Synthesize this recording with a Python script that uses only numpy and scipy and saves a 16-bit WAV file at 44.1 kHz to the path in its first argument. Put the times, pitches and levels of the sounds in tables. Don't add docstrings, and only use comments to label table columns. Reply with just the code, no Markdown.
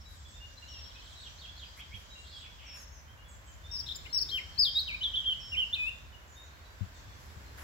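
import sys
import numpy as np
from scipy import signal
from scipy.fft import rfft, irfft, next_fast_len
from scipy.io import wavfile
from scipy.ndimage import map_coordinates

SR = 44100
rng = np.random.default_rng(int(sys.argv[2]) if len(sys.argv) > 2 else 0)


def output_pcm(signal):
    pcm = np.clip(np.atleast_2d(signal).T, -1, 1) * 32767
    wavfile.write(sys.argv[1], SR, np.round(pcm).astype(np.int16))


N = 336483


def amp(db):
    return 10 ** (np.asarray(db) / 20)


def evened(x):
    return x / np.sqrt(np.mean(x ** 2) + 1e-20)


def read(points, hz):
    f, value = np.transpose(points)
    return np.interp(np.log(hz + 1), np.log(f + 1), value)


def level(rows):
    return amp(np.interp(np.arange(N) / SR, *np.transpose(rows)))


def add(mix, s, sound):
    part = mix[..., max(round(s * SR), 0):][..., :sound.shape[-1]]
    part += sound[..., :part.shape[-1]]


def wander(count, hz):
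    return np.interp(np.arange(count) * hz / SR, np.arange(2048), rng.standard_normal(2048))


def arc(points, count):
    at = np.linspace(0, len(points) - 1, count)
    return map_coordinates(np.array(points, float), [at], order=2, mode="nearest")


def coloured(x, spectrum):
    hz = np.fft.rfftfreq(x.shape[-1], 1 / SR)
    return evened(irfft(rfft(x) * amp(read(spectrum, hz)), x.shape[-1]))


def diffuse(spectrum):
    # frequency in Hz, likeness of the two ears (1 = same, 0 = unrelated, below 0 = opposed).
    likeness = [(30, .9), (60, .82), (130, .72), (290, .74), (640, .1), (1400, -.2), (3100, -.03),
                (15000, 0)]
    # frequency in Hz, left-over-right level in dB.
    balance = [(50, -0.3), (150, 0), (500, 0.2), (1200, -2.5), (4000, 0.3), (12000, 0)]
    size = next_fast_len(N)
    hz = np.fft.rfftfreq(size, 1 / SR)
    a, b = rfft(rng.standard_normal((2, size)))
    same = np.clip(read(likeness, hz), -1, 1)
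    side = amp(read(balance, hz) / 2)
    left = a * side
    right = (same * a + np.sqrt(1 - same ** 2) * b) / side
    ears = np.array([left, right])
    return evened(irfft(ears * amp(read(spectrum, hz)), size)[:, :N])


def syrinx(hz, gain, overtone_db=-60, edge_s=.004):
    t = np.arange(len(hz)) / SR
    phase = 2 * np.pi * np.cumsum(hz) / SR
    ends = np.sin(np.pi / 2 * np.clip(np.minimum(t, t[-1] - t) / edge_s, 0, 1)) ** 2
    overtones = sum(np.sin(k * phase) * (k * hz < SR / 2) for k in range(2, 5))
    return np.sqrt(2) * gain * ends * (np.sin(phase) + amp(overtone_db) * overtones)


def trees(x, near_db, near_s, tail_db, gap_s=0.0015, trunks_per_s=900):
    # frequency in Hz, time in seconds for the tail to fade by 60 dB.
    wood = [(500, 3.7), (2500, 0.37), (3500, 0.97), (5200, 0.71), (8000, 0.7), (15000, 0.3)]
    t = np.arange(SR) / SR
    after = np.clip((t - gap_s) / gap_s, 0, 1)
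    hits = rng.standard_normal((2, SR)) * (rng.random((2, SR)) < trunks_per_s / SR)
    trunks = hits * after * np.exp(-t / near_s)
    hz, age, z = signal.stft(rng.standard_normal((2, SR)) * after, SR, nperseg=256)
    faded = z * amp(-60 * age / read(wood, hz)[:, None])
    tail = signal.istft(faded, SR, nperseg=256)[1][:, :SR]
    echoes = np.zeros((2, SR))
    for db, part in [(near_db, trunks), (tail_db, tail)]:
        echoes += amp(db) * part / np.linalg.norm(part, axis=1, keepdims=True)
    return signal.fftconvolve(x, echoes, axes=1)[:, :N]


def warbler(lead_s=0.00024, overtones_db=-8, sizzle_db=-4, waver_rate=450):
    # start in seconds, length in seconds, kind of stroke, low Hz, high Hz,
    # level in dB, airy edge in dB against the stroke (before the overtone and sizzle offsets).
    song = [(3.712, 0.069, "slur", 4750, 5550, -36, -25), (3.783, .03, "slur", 4460, 5560, -35, -19.5),
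            (3.861, 0.023, "rasp", 3550, 4010, -40.5, -24), (3.885, .018, "rasp", 3334, 3750, -33.5, -27),
            (3.908, .018, "rasp", 3365, 3895, -33.5, -26), (3.947, 0.014, "slur", 4130, 5210, -43.5, -13),
            (3.956, 0.015, "fall", 7070, 7500, -42, -6), (4.051, 0.02, "rasp", 2420, 2950, -46, -19),
            (4.057, 0.018, "fall", 1990, 2860, -47.5, -25),
            (4.127, 0.067, "drop", 4340, 5510, -27.5, -23.5),
            (4.202, 0.031, "slur", 4290, 5600, -28.5, -20.5),
            (4.286, 0.023, "rasp", 3310, 4400, -36.5, -21), (4.312, 0.083, "drop", 1976, 3207, -32.5, -23),
            (4.576, 0.066, "arch", 4200, 5030, -22.5, -27.5), (4.638, 0.055, "fall", 3117, 4670, -28, -23),
            (4.745, .055, "flick", 3612, 4573, -26, -30), (4.797, 0.02, "fall", 3690, 4570, -33, -17.5),
            (4.876, 0.078, "dip", 2233, 3300, -37, -26), (5.005, .033, "flick", 2840, 3930, -34, -43.5),
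            (5.032, 0.053, "fall", 3205, 3870, -29.5, -33.5),
            (5.132, 0.029, "flick", 2870, 3980, -31.5, -39.5),
            (5.158, 0.054, "fall", 3196, 3570, -29.5, -35.5), (5.237, 0.1, "arch", 2820, 3217, -30, -37),
            (5.517, 0.041, "slur", 2150, 2866, -34.5, -31), (5.55, 0.094, "arch", 2514, 3086, -29, -36),
            (5.725, 0.023, "flick", 3400, 4150, -28.5, -32), (5.747, 0.023, "fall", 2350, 4350, -36.5, -23),
            (5.767, 0.13, "scoop", 2482, 2792, -31, -27.5)]
    strokes = {"slur": ([0.96, 0.94, .9, 0.567, 0.047], [-7.5, -2.5, 0, -6], .009),
               "drop": ([.97, 0.99, .94, .8, 0.011], [-7, -2.5, -1, -4.5], 0.0078),
               "rasp": ([0, .45, .65, .85, .9], [-11, -2.5, -7, 4], 0.038), "flick": ([0, .15, .18, .32, 1],
               [-15, -2.5, 0, -5.5], .005), "fall": ([0.99, .46, .2, .07, 0.05], [-3.5, -0.5, -4.5, -4.5],
               0.012), "arch": ([0.028, .95, .95, .62, 0.4], [-18, 0.5, -2.5, -0.5], 0.014),
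               "dip": ([0.96, .3, 0.041, .06, 0.275], [-1, -2, -5, 3.5], 0.015),
               "scoop": ([0.25, .06, 0.099, .29, 1], [-10, -1.5, -3.5, -1], 0.0048)}
    # frequency in Hz, relative level in dB per Hz.
    edge_colour = [(5000, -24), (7100, -13), (9000, -10), (11000, 4), (15800, 13)]
    # time in seconds, left-over-right dB.
    sides = [(3.75, 8), (4.12, 10), (4.33, 4), (4.57, 10), (4.72, 1), (5.1, -1), (5.72, -3.5), (5.77, 8)]
    direct, voice = np.zeros((2, N)), np.zeros(N)
    sizzle = coloured(rng.standard_normal(N), edge_colour)
    for s, length, kind, low_hz, high_hz, db, edge_db in song:
        contour, swell_db, waver = strokes[kind]
        count = int(length * SR)
        hz = low_hz + (high_hz - low_hz) * arc(contour, count)
        hz = hz * (1 + waver * wander(count, waver_rate))
        gain = amp(db + arc(swell_db, count))
        note = syrinx(hz, gain, overtone_db=edge_db + overtones_db, edge_s=.0026)
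        breath = signal.windows.tukey(count, .2) * sizzle[int(s * SR):][:count]
        note += amp(edge_db + sizzle_db) * gain * breath
        side_db = np.interp(s, *np.transpose(sides))
        add(voice, s, note)
        add(direct, s, note * evened(amp([[side_db / 2], [-side_db / 2]])))
    direct[1] = np.roll(direct[1], round(lead_s * SR))
    return direct + trees(voice[None], near_db=-5, near_s=0.023, tail_db=-10)


def trill(start=.672, period=.0545, length=0.031, top_hz=4450, middle_hz=3550, bottom_hz=3000,
          sweep_db=-55.5, count=9):
    voice, size = np.zeros(N), int(length * SR)
    for k in range(count):
        hz = arc([top_hz, middle_hz, bottom_hz], size) * (1 + 0.026 * wander(size, 344))
        gain = amp(sweep_db + rng.normal() + np.linspace(-4, 2, size))
        add(voice, start + k * period, syrinx(hz, gain, edge_s=0.0053))
    return voice


def finch(rasp_hz=90, buzz_hz=450, shake_rate=900):
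    syllables = {"down": [(-.022, .042, 3910, 4300, 4800, -6), (.008, .034, 4360, 3650, 3100, -1),
                 (.036, .038, 2913, 3206, 2200, 0.5)], "up": [(-.008, .058, 2130, 2500, 3900, -4),
                 (.014, .038, 3224, 3320, 3080, 1)]}
    # kind, first time in seconds, period in seconds, repeats,
    # relative level in dB.
    runs = [("down", 1.213, .181, 3, -48.5), ("up", 1.775, .14, 2, -49)]
    # start in seconds, length in seconds, start Hz, end Hz, relative level in dB.
    buzzes = [(2.239, .14, 3400, 4970, -56.5), (2.373, 0.1, 3875, 2115, -56.5),
              (2.585, 0.174, 2767, 2856, -56.5)]
    voice = trill()
    for kind, first, period, repeats, db in runs:
        for s in first + period * np.arange(round(repeats)):
            for delay, length, *pitches, stroke_db in syllables[kind]:
                count = int(length * SR)
                hz = arc(pitches, count) + rasp_hz * wander(count, shake_rate)
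                add(voice, s + delay, syrinx(hz, amp(db + stroke_db), edge_s=0.016))
    for s, length, start_hz, end_hz, db in buzzes:
        count = int(length * SR)
        hz = np.linspace(start_hz, end_hz, count) + buzz_hz * wander(count, shake_rate)
        add(voice, s, syrinx(hz, amp(db), edge_s=0.0038))
    return voice


def far_song(waver_hz=12):
    # start in seconds, length in seconds, start Hz, end Hz, relative level in dB.
    notes = [(0.049, 0.048, 3940, 3885, -56.5), (0.248, 0.032, 3340, 3510, -54.5),
             (0.339, .045, 3625, 3585, -56.5), (0.399, 0.065, 2800, 2860, -53.5),
             (0.57, 0.023, 4020, 4110, -49.5), (0.619, 0.023, 2830, 2780, -49.5),
             (0.672, 0.12, 3050, 2680, -56.5), (0.943, 0.039, 2440, 2660, -57.5),
             (1.147, .068, 4050, 3650, -55.5), (1.478, 0.029, 3230, 3510, -47.5),
             (1.64, 0.067, 4860, 4710, -62), (2.098, 0.064, 3820, 3940, -55.5),
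             (2.15, 0.07, 2790, 2786, -54), (2.322, 0.06, 3480, 3204, -50),
             (2.421, 0.048, 3476, 3335, -53.5), (3.073, 0.044, 3050, 3240, -61.5),
             (3.171, 0.066, 2780, 2920, -64), (3.239, 0.061, 3430, 3336, -63.5),
             (3.47, 0.04, 3190, 3010, -61.5), (3.635, 0.096, 3510, 3770, -56.5),
             (4.09, 0.081, 4200, 4230, -56), (6.122, 0.04, 3030, 2810, -56.5),
             (6.353, 0.098, 3670, 3754, -58), (6.446, .3, 3990, 4760, -73), (6.645, 0.033, 4050, 3850, -62),
             (6.946, .035, 3790, 3370, -62.5), (7.04, 0.112, 3486, 3420, -68)]
    voice = np.zeros(N)
    for s, length, start_hz, end_hz, db in notes:
        count = int(length * SR)
        hz = np.linspace(start_hz, end_hz, count) + waver_hz * wander(count, 305)
        add(voice, s, syrinx(hz, amp(db), edge_s=0.0088))
    return voice


def high_calls(scoop_hz=1100, scoop_s=0.0073, thin_db=-1):
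    # start in seconds, pitch in Hz, relative level in dB.
    thin_calls = [(0.143, 7700, -67), (0.279, 7480, -64), (1.033, 7280, -70), (1.068, 8400, -67),
                  (1.18, 7750, -65), (2.166, 7970, -67.5), (2.342, 7960, -66.5), (2.759, 6550, -59),
                  (2.917, 6200, -61), (3.28, 7570, -62), (3.461, 7350, -63.5), (6.274, 6950, -64.5),
                  (6.41, 6730, -68), (6.786, 7160, -75), (6.935, 7550, -71)]
    # start in seconds, length in seconds, held pitch in Hz, relative level in dB.
    whistles = [(0, 0.034, 5280, -57), (0.674, 0.21, 5485, -53), (2.655, 0.16, 5430, -53.5),
                (5.389, 0.175, 5405, -53)]
    thin_s, fall_share = .083, .12
    # (share of the pitch, dB)
    voices = [(1, 0), (.86, -6)]
    voice = np.zeros(N)
    count = int(thin_s * SR)
    fall = 1 + fall_share * arc([.55, 0, -.45], count)
    for s, pitch_hz, db in thin_calls:
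        for ratio, voice_db in voices:
            hz = pitch_hz * ratio * fall + 50 * wander(count, 600)
            add(voice, s, syrinx(hz, amp(db + thin_db + voice_db), edge_s=0.0036))
    for s, length, pitch_hz, db in whistles:
        t = np.arange(int(length * SR)) / SR
        hz = pitch_hz + scoop_hz * np.exp(-t / scoop_s) + 22 * wander(len(t), 124)
        add(voice, s, syrinx(hz, amp(db), edge_s=0.019))
    return voice


def feet(grains_per_s=2500, twig_s=.0012):
    # start in seconds, length in seconds, level in dB,
    # lift of the bright grit in dB.
    scuffs = [(0.068, 0.12, -64, 7), (1.754, 0.068, -57.5, 2), (1.928, 0.14, -66.5, 15),
              (2.723, .14, -57.5, 3), (6.353, 0.063, -64.5, 0), (7.135, 0.25, -69, 14),
              (7.56, 0.091, -50.5, -3)]
    # frequency in Hz, relative level in dB per Hz.
    dirt = [(100, -27), (600, -8), (1800, 2), (3200, -14), (5000, -11), (7500, -10.5), (12000, -11.5),
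            (15800, -24)]
    # start in seconds, relative level in dB.
    twigs = [(2.773, -38), (2.826, -48)]
    # start in seconds, level in dB, left-over-right dB.
    footfalls = [(1.939, -41.5, -23), (6.809, -28.5, 28.5), (7.069, -37, 4), (7.364, -36, 8)]
    # frequency in Hz, level in dB, seconds to fade by 60 dB.
    thud_tones = [(99.4, 4.5, 0.084), (131, -6.5, 0.059), (188, -10.5, 0.11)]
    out = np.zeros((2, N))
    for s, length, db, grit_db in scuffs:
        shape = (2, int(length * SR))
        grains = rng.standard_normal(shape) * (rng.random(shape) < grains_per_s / SR)
        colour = [(hz, d + grit_db * (hz > 4000)) for hz, d in dirt]
        add(out, s, amp(db) * coloured(grains, colour) * signal.windows.tukey(shape[1], .6))
    t = np.arange(SR // 4) / SR
    for s, db in twigs:
        crackle = coloured(rng.standard_normal((2, len(t))), dirt)
        add(out, s, amp(db) * crackle * np.exp(-t / twig_s) / 2)
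    thud = sum(amp(db - 60 * t / t60) * np.cos(2 * np.pi * hz * t) for hz, db, t60 in thud_tones)
    thud = thud * (1 - np.exp(-t / 0.014))
    for s, db, side_db in footfalls:
        add(out, s, thud * amp([[db + side_db / 2], [db - side_db / 2]]))
    return out


def shuffle():
    # frequency in Hz, relative level in dB per Hz.
    shuffle_colour = [(90, -29), (170, -6), (300, 0.5), (420, 0), (700, -25)]
    # time in seconds, level in dB.
    shuffle_level = [(3.2, -84), (3.9, -68.5), (4.35, -62.5), (4.6, -80), (6.2, -74.5), (7.1, -69.5),
                     (7.63, -61.5)]
    return level(shuffle_level) * diffuse(shuffle_colour)


def twitter(low_hz, high_hz, per_s, glide=0.11, spread_db=4):
    voice = np.zeros(N)
    for when, pitch, span, slope, size in rng.random((int(per_s * N / SR), 5)):
        count = int((0.0308 + .05 * span) * SR)
        middle_hz = low_hz * (high_hz / low_hz) ** pitch
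        hz = middle_hz * np.exp(glide * (2 * slope - 1.3) * np.linspace(-1, 1, count))
        add(voice, when * N / SR, syrinx(hz, amp(spread_db * 2 * size), edge_s=0.04))
    return evened(trees(voice[None], near_db=6, near_s=0.065, tail_db=-8.5))


def distant_chorus(blur_db=-2, low_twitter_db=-7, high_twitter_db=-8):
    # frequency in Hz, relative level in dB per Hz.
    blur_colour = [(1500, -22), (2300, -26.5), (3200, 1), (4200, -0.5), (5200, 2), (7000, -8.5), (7800, -2),
                   (8600, -39)]
    # time in seconds, relative level in dB.
    chorus_level = [(0, -62.5), (.9, -58.5), (1.6, -59.5), (2.8, -62), (3.1, -86), (3.8, -59), (5.8, -59.5),
                    (6.3, -74.5), (7, -62.5), (7.63, -63.5)]
    chorus = amp(blur_db) * diffuse(blur_colour)
    chorus = chorus + amp(low_twitter_db) * twitter(2600, 4500, per_s=29)
    chorus = chorus + amp(high_twitter_db) * twitter(5700, 7500, per_s=26)
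    return level(chorus_level) * chorus


def leafy_air(air_db=2):
    # frequency in Hz, relative level in dB per Hz.
    air_colour = [(120, -25), (200, -13), (430, -8), (590, -2.5), (790, -5.5), (1000, -2), (1280, -5),
                  (1550, -2), (2270, -7.5), (4500, -16), (7800, -18.5), (9000, -29.5), (10800, -26),
                  (15800, -26)]
    # time in seconds, level in dB before air_db.
    breeze = [(0, -63), (.8, -60), (3.3, -60.5), (4.3, -58.5), (6.3, -59.5), (7.63, -57.5)]
    return amp(air_db) * level(breeze) * diffuse(air_colour)


def far_rumble(rumble_db=2):
    # frequency in Hz, relative level in dB per Hz.
    rumble_colour = [(15, -50), (30, -28), (48, 0.5), (62, -2), (73, 3), (88, -6.5), (104, -9.5),
                     (130, -13.5), (200, -21), (300, -27), (500, -51)]
    # time in seconds, level in dB before rumble_db.
    rumble_level = [(0, -54), (2.8, -56), (3.9, -52), (5.8, -51.5), (6.4, -57), (7.3, -52.5), (7.63, -53)]
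    return amp(rumble_db) * level(rumble_level) * diffuse(rumble_colour)


def scene(far_db=-3, high_db=-2):
    far = far_song() + finch()
    high = high_calls()
    birds = warbler()
    birds = birds + amp(far_db) * far * amp_free_pair(.7) + amp(high_db) * high * amp_free_pair(1)
    birds = birds + trees(far[None], near_db=-2, near_s=0.054, tail_db=-3.5)
    birds = birds + trees(high[None], near_db=-2, near_s=0.039, tail_db=-3)
    return birds + feet() + shuffle() + distant_chorus() + leafy_air() + far_rumble()


def amp_free_pair(db):
    return amp([[-db], [db]])


def record(dry):
    # frequency in Hz, gain in dB.
    microphone = [(7700, 0), (8500, -9), (9700, -5), (10500, 2)]
    edge_hz = 15850
    heard = irfft(rfft(dry) * amp(read(microphone, np.fft.rfftfreq(N, 1 / SR))), N)
    lowpass = signal.firwin(511, edge_hz, window=("kaiser", 9), fs=SR)
    return signal.oaconvolve(heard, lowpass[None], "same")


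dry = scene()
out = record(dry)
output_pcm(out)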